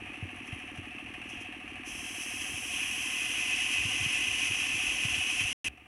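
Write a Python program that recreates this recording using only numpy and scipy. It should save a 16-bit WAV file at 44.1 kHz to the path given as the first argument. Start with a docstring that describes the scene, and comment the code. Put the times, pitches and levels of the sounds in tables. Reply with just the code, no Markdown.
"""A slow single-cylinder diesel thumps and clatters near the microphone, in an outdoor sawmill.
It drives a circular blade. A plank is drawn back, grazes the blade, then is fed in: teeth rasp,
the steel disc rings, chips hiss and the engine labours. Dull thuds come now and then. Near the end
the sound drops out, returns for an instant and jumps to a farther spot, where the engine runs on."""
import sys
import numpy as np
from scipy import signal
from scipy.fft import rfft, irfft, next_fast_len
from scipy.io import wavfile
from scipy.ndimage import uniform_filter1d

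SR = 44100
rng = np.random.default_rng(int(sys.argv[2]) if len(sys.argv) > 2 else 0)


def generate_wav(sig):
    """Save sig (samples, or channels by samples) to the path in sys.argv[1] as 16-bit PCM at SR."""
    pcm = np.round(np.clip(np.atleast_2d(sig).T, -1, 1) * 32767).astype(np.int16)
    wavfile.write(sys.argv[1], SR, pcm)


N = 258855
TIME = np.arange(N) / SR
CUT_START_S, SINK_S = 1.83, 1.74  # the teeth meet the plank; time from there to full depth
JUMP_S = 5.685  # from here on the microphone stands farther off

# modes of the steel disc (f/Hz, width/Hz, level/dB)
DISC_MODES = [(1765, 24, -11), (2039, 50, -11), (2520, 45, 0), (2592, 40, 1.5), (2715, 28, -3),
              (2785, 30, -4), (2892, 32, -.5), (3070, 30, -8), (3170, 40, -8)]
# spectrum of teeth rasping in a shallow cut (f/Hz, level/dB)
SHALLOW_RASP = [(530, -48), (900, -28), (1050, -13), (1340, -31), (1600, -17), (2170, -14.5), (2650, -1.5),
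                (2930, -8), (3230, -4.5), (3620, -35.5), (4600, -53), (5980, -53), (10100, -120)]
# spectrum of spraying chips (f/Hz, level/dB)
CHIP_SPRAY = [(2530, -19), (4300, -12.5), (4540, -36), (4740, -10.5), (6000, 1.5), (6340, -1.5),
              (6990, -11.5), (7270, -7.5), (7850, -10.5), (9240, -6.5), (10300, -2.5), (11000, -6.5),
              (13000, -39.5), (15100, -27), (15900, -38.5)]


def undb(db):
    """Decibels to gain."""
    return 10 ** (np.asarray(db) / 20)


def unit(x):
    """Scale to rms 1."""
    return x / np.sqrt(np.mean(x ** 2))


def noise():
    """White noise."""
    return rng.standard_normal(N)


def walk(rate):
    """Smooth random drift, about `rate` new values a second, spread near 1."""
    hold = int(SR / rate)
    steps = np.repeat(noise()[:N // hold + 1], hold)
    return 1.2 * uniform_filter1d(steps, hold)[:N]


def swell(s, half_s, db=0):
    """A smooth rise and fall around a moment, as a gain."""
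    return undb(db) * np.exp(-((TIME - s) / half_s) ** 2)


def colour(x, spectrum):
    """Filter by (f/Hz, level/dB) points, falling 60 dB an octave beyond the ends; rms 1."""
    hz, db = np.transpose(spectrum)
    size = next_fast_len(N)
    octave = np.log2(np.maximum(np.arange(size // 2 + 1) * SR / size, 1))
    outside = np.abs(octave - np.clip(octave, np.log2(hz[0]), np.log2(hz[-1])))
    gain = undb(np.interp(octave, np.log2(hz), db) - 60 * outside)
    return unit(irfft(rfft(x, size) * gain, size)[:N])


def resonate(x, hz, *widths):
    """Resonances in series at one pitch, one for each width in Hz; gain 1 at the centre."""
    for width in widths:
        x = signal.lfilter(*signal.iirpeak(hz, hz / width, fs=SR), x)
    return x


def ring(x, modes):
    """A bank of modes (f/Hz, width/Hz, level/dB) with trimmed skirts; rms 1."""
    return unit(sum(undb(db) * resonate(x, hz, width, 5 * width) for hz, width, db in modes))


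def strokes(turns, place, scatter_db):
    """One impulse of uneven size each time the cycle passes a place."""
    passes = np.diff(np.floor(turns - place), prepend=np.floor(turns[0] - place))
    return passes * undb(scatter_db * np.clip(noise(), -2, 2))


def cut_depth(first_touch=0.13):
    """How deep the blade is in the wood (0-1) at a steady feed."""
    fed = np.clip((TIME - CUT_START_S) / SINK_S, 0, 1)
    return first_touch + (1 - first_touch) * fed


def buried_s():
    """Seconds since the blade reached full depth."""
    return np.maximum(TIME - CUT_START_S - SINK_S, 0)


def air():
    """A faint steady hiss lies behind everything."""
    return noise() * undb(-78.5)


def rumble(far, idle_db=-54, labour_db=2.5, far_db=-8, build_s=0.3):
    """A low rumble sways under the machine and grows while the buried blade labours."""
    # spectrum of the rumble (f/Hz, level/dB)
    spectrum = [(25, -20), (48, -3), (72, -1.5), (105, -1), (165, -12.5), (200, -14), (235, -5), (330, -8),
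                (430, -15.5), (600, -18), (900, -15.5), (1100, -44)]
    labour = np.clip(buried_s() / build_s, 0, 1)
    sway_db = 1.3 * walk(9)
    return colour(noise(), spectrum) * undb(idle_db + labour_db * labour + far_db * far + sway_db)


def thuds(rise_s=0.0025, rough=0.22, stiffen=0.7, relax_s=0.0056, low_cut_hz=30):
    """Soft heavy blows: a low, slightly rough damped swing, higher while the contact is stiff."""
    # the blows (t/s, relative level/dB, f/Hz, t60/s)
    blows = [(0.225, -31, 91, 0.13), (0.527, -28.5, 88, 0.06), (.783, -35.5, 92, 0.083),
             (2.538, -34, 81, 0.045), (3.79, -42.5, 59.6, 0.21), (3.85, -32, 93, 0.073),
             (4.004, -35.5, 91, 0.16), (4.061, -24.5, 102, 0.032), (4.5, -31.5, 91, 0.078),
             (4.743, -36, 96, 0.058), (4.87, -41.5, 56, .15), (5.049, -27, 103, 0.057),
             (5.12, -42, 65, .13), (5.175, -38.5, 90, 0.099), (5.409, -36.5, 88, 0.11),
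             (5.446, -32, 72, 0.065), (5.677, -43.5, 65, 0.13)]
    out = np.zeros(N)
    shake = unit(resonate(noise(), 130, 150, 150))
    for s, db, hz, t60 in blows:
        age = np.clip(TIME - s, 0, 1)
        cycles = hz * (age + stiffen * relax_s * (1 - np.exp(-age / relax_s)))
        swing = np.sin(2 * np.pi * cycles) + rough * shake
        envelope = (1 - np.exp(-age / rise_s)) * np.exp(-np.log(1000) * age / t60)
        out += 1.6 * undb(db) * swing * envelope
    return signal.sosfilt(signal.butter(2, low_cut_hz, "high", fs=SR, output="sos"), out)


def ticks(per_s=70):
    """The free teeth tick finely while the plank slides back beside the blade."""
    flecks = (rng.random(N) < per_s / SR) * undb(4 * np.clip(noise(), -1.5, 1.5))
    return ring(flecks, [(6150, 300, -4), (10000, 410, 1)]) * swell(0.53, half_s=0.38, db=-66.5)


def grazes(rasp_db=12, hiss_db=2.0, flutter_db=3.0, ring_s=0.03):
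    """The side of the blade brushes the plank, and the disc rings on a moment."""
    # the touches (t/s, half length/s, relative level/dB)
    touches = [(0.515, .09, -65.5), (.77, .025, -64), (1.321, 0.053, -58), (1.428, 0.023, -59),
               (1.695, 0.028, -68.5)]
    touch = sum(swell(s, half_s, db) for s, half_s, db in touches)
    pole = np.exp(-1 / (ring_s * SR))
    ringing = signal.lfilter([1 - pole], [1, -pole], touch)
    hiss = touch * undb(hiss_db + flutter_db * walk(120)) * colour(noise(), CHIP_SPRAY)
    rasp = colour(noise(), SHALLOW_RASP) + ring(noise(), DISC_MODES)
    return hiss + ringing * undb(rasp_db) * rasp


def intake(turns, load, hz=734, width_hz=70, place=0.11, half_length=0.16, idle_db=-60, load_db=3):
    """Once a cycle the engine draws air and the intake pipe hoots."""
    since = (turns - place + .5) % 1 - .5
    draw = np.exp(-(since / half_length) ** 2) + 0.14
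    breath = unit(resonate(noise(), hz, width_hz, width_hz))
    wavering_hz = hz + 7 * walk(40)
    hoot = np.sqrt(2) * np.sin(2 * np.pi * np.cumsum(wavering_hz) / SR)
    return unit(draw * (0.37 * breath + hoot)) * undb(idle_db + load_db * load)


def exhaust(turns, load, trim_db=-12.5):
    """Gas pulses boom briefly in the silencer; under load the two strongest even out."""
    # pulses of one cycle (place/cycles, f/Hz, width/Hz, idle level/dB, loaded level/dB), before the trim
    pulses = [(.44, 286, 150, -40, -43.5), (.735, 255.3, 144, -44.5, -44.5), (0.1, 210, 180, -56, -57.5)]
    out = 0
    for place, hz, width, idle_db, loaded_db in pulses:
        puffs = strokes(turns, place, scatter_db=-0.5)
        boom = resonate(puffs, hz, width, width, 0.91 * width)
        out += unit(boom) * undb(idle_db + (loaded_db - idle_db) * load + trim_db)
    return out


def clatter(turns, near_db=-45, decay_s=0.014, whirr=0.91, grain_db=1.05, disc_db=-7):
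    """Combustion knock and valve gear rattle over the belt's whirr; the shaking makes the blade sing."""
    # knocks of one cycle (place/cycles, relative strength)
    knocks = [(.91, 1), (0.2, 0.47), (0.6, 0.28), (.37, 0.39)]
    # spectrum of the rattling metal (f/Hz, level/dB)
    spectrum = [(500, -17), (850, -12.5), (961, -15), (1180, -7.5), (1480, -16), (1650, -7), (2050, -6),
                (2690, 2), (3650, -24.5), (4960, -32.5), (5890, -23.5), (6900, -35), (10200, -24),
                (12100, -44), (15900, -60)]
    hits = sum(size * strokes(turns, place, scatter_db=2.5) for place, size in knocks)
    bursts = signal.lfilter([1], [1, -np.exp(-1 / (decay_s * SR))], hits)
    shaking = (whirr + bursts) * undb(grain_db * walk(300))
    rattle = colour(shaking * noise(), spectrum)
    singing = undb(disc_db) * ring(shaking * noise(), DISC_MODES)
    return unit(rattle + singing) * undb(near_db + .5 * walk(12))


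def teeth(turns, per_cycle=58, scatter_db=3.0, grit=0.048):
    """Teeth tear fibres of uneven strength, and splinters crackle between the bites."""
    bites = strokes(turns * per_cycle + .25 * walk(250), 0, scatter_db)
    splinters = grit * noise() * undb(2.7 * walk(980))
    return unit(bites - bites.mean() + splinters)


def cutting_hiss(entry, rim, depth, grip, grain_db):
    """Chips spray and the disc rings high; tooth tips zing in a shallow cut and whistle half sunk."""
    # high modes of the disc (f/Hz, width/Hz, level/dB)
    high_modes = [(4850, 100, -6), (5598, 70, -1), (5850, 60, -2), (6154, 60, 5), (6440, 60, -3),
                  (7013, 40, -6), (7450, 100, -5), (8179, 50, -7), (8347, 65, -3), (9200, 90, -5),
                  (10304, 200, -2)]
    # whistling modes of the tooth tips (f/Hz, width/Hz, level/dB)
    tip_modes = [(8400, 450, -4), (10100, 500, 1.5)]
    half_sunk = 1 - (2 * depth - 1) ** 2
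    chips = noise() * undb(0.82 * grain_db + walk(1500))
    spray = colour(chips, CHIP_SPRAY) * undb(-3 * (1 - depth))
    overtones = undb(-2) * grip * ring(rim, high_modes)
    zing = undb(-7) * (1 - depth) * ring(entry, [(5600, 170, -1), (5900, 223, 0), (6090, 130, 0)])
    whistle = undb(-8) * half_sunk * ring(rim, tip_modes)
    fine_chips = colour(noise(), [(8000, -4), (11500, -6), (12200, -8), (13200, -18), (15500, -28)])
    sizzle = fine_chips * (undb(-18.5) + undb(-14.5) * half_sunk)
    return unit(spray + overtones + zing + whistle + sizzle)


def saw(turns, depth, deep_ring_db=-31.5, deep_hiss_db=-41.5, plank_db=-57, rise_s=.04):
    """Tooth strikes ring the disc and the plank, and chips hiss; all grow as the blade sinks in."""
    # the teeth catch in hard wood or run slack (t/s, half length/s, ring change/dB, hiss change/dB)
    snags = [(2.234, .02, -1, 2.5), (2.42, .015, 3, 2), (2.508, 0.022, -3, -0.5), (2.61, 0.014, -3.5, -1.5),
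             (2.764, 0.06, 4, 1), (3.73, 0.018, 0.5, 2), (3.779, 0.012, 2.5, -1), (4.23, 0.014, 3.5, -1),
             (4.447, 0.061, 2, 1.5), (4.5, 0.0098, -8, -0.5), (5.154, .025, 2.5, .5), (5.411, 0.013, 5, 2)]
    # spectrum of teeth rasping in a deep cut (f/Hz, level/dB)
    deep_rasp = [(500, -40), (850, -36), (932, -27), (1030, -11), (1350, -33), (1490, -14.5), (1630, -19),
                 (2030, -8.5), (2210, -7), (2600, 5.5), (3210, -4.5), (3700, -21), (4600, -25), (5980, -65),
                 (10100, -120)]
    # spectrum of the plank's body (f/Hz, level/dB)
    plank_body = [(300, 5), (420, -8), (495, 5), (600, -13), (800, -3.5), (1050, -9.5), (1300, -2)]
    ring_db = deep_ring_db - 13.5 * (1 - depth) - 0.64 * buried_s()  # eases once the blade is buried
    hiss_db = deep_hiss_db + 2 * np.log2(depth)
    for s, half_s, more_ring_db, more_hiss_db in snags:
        snag = swell(s, half_s)
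        ring_db += more_ring_db * snag
        hiss_db += more_hiss_db * snag
    grain_db = .5 * walk(45) + .5 * walk(170)  # hard and soft wood passes the teeth
    entry, inside, rim = ((teeth(turns) + 1.1 * noise()) * undb(grain_db) for _ in range(3))
    rasp = np.sqrt(1 - depth) * colour(entry, SHALLOW_RASP) + np.sqrt(depth) * colour(inside, deep_rasp)
    grip = 0.3 + 0.5 * depth  # a buried blade rings harder
    squeal = swell(3.75, half_s=0.95, db=-15.5) * ring(noise(), DISC_MODES[1:2])  # the plank binds
    disc = unit(rasp + grip * ring(rim, DISC_MODES)) + squeal
    hiss = cutting_hiss(entry, rim, depth, grip, grain_db)
    plank = colour(inside, plank_body) * depth * undb(plank_db)
    contact = np.clip((TIME - CUT_START_S) / rise_s, 0, 1) ** 2 * (TIME < JUMP_S)
    push_db = 0.37 * walk(22)  # the hand feed is uneven
    return contact * (disc * undb(ring_db + push_db) + hiss * undb(hiss_db) + plank)


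def scene():
    """Engine and saw share one shaft; at the farther spot the engine is quieter and no cut is heard."""
    # engine speed, sagging under load (t/s, firing rate/Hz)
    firing_rate = [(0, 12.933), (2.1, 12.98), (2.75, 12.388), (3.3, 12.496), (3.7, 12.278), (4.05, 12.47),
                   (4.6, 12.277), (5.5, 12.184)]
    speed = np.interp(TIME, *np.transpose(firing_rate))
    turns = .178 + np.cumsum(speed) / SR  # engine cycles, starting partway through one
    far = TIME >= JUMP_S
    depth = cut_depth()
    load = np.where(far, .4, depth)
    engine = (exhaust(turns, load) * undb(-11 * far)
              + intake(turns, load) * undb(-7 * far)
              + clatter(turns) * undb(-11.5 * far))
    return (air() + engine + rumble(far) + saw(turns, depth) + grazes() + ticks() + thuds())[None]


def record(dry, drop_s=5.53, return_s=5.644, top_hz=15800):
    """One microphone channel: the sound drops out briefly, and the highest treble is cut."""
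    live = uniform_filter1d(1. * ((TIME < drop_s) | (TIME > return_s)), size=40)
    return signal.sosfilt(signal.ellip(10, .2, 70, top_hz, fs=SR, output="sos"), dry * live)


dry = scene()
out = record(dry)
generate_wav(out)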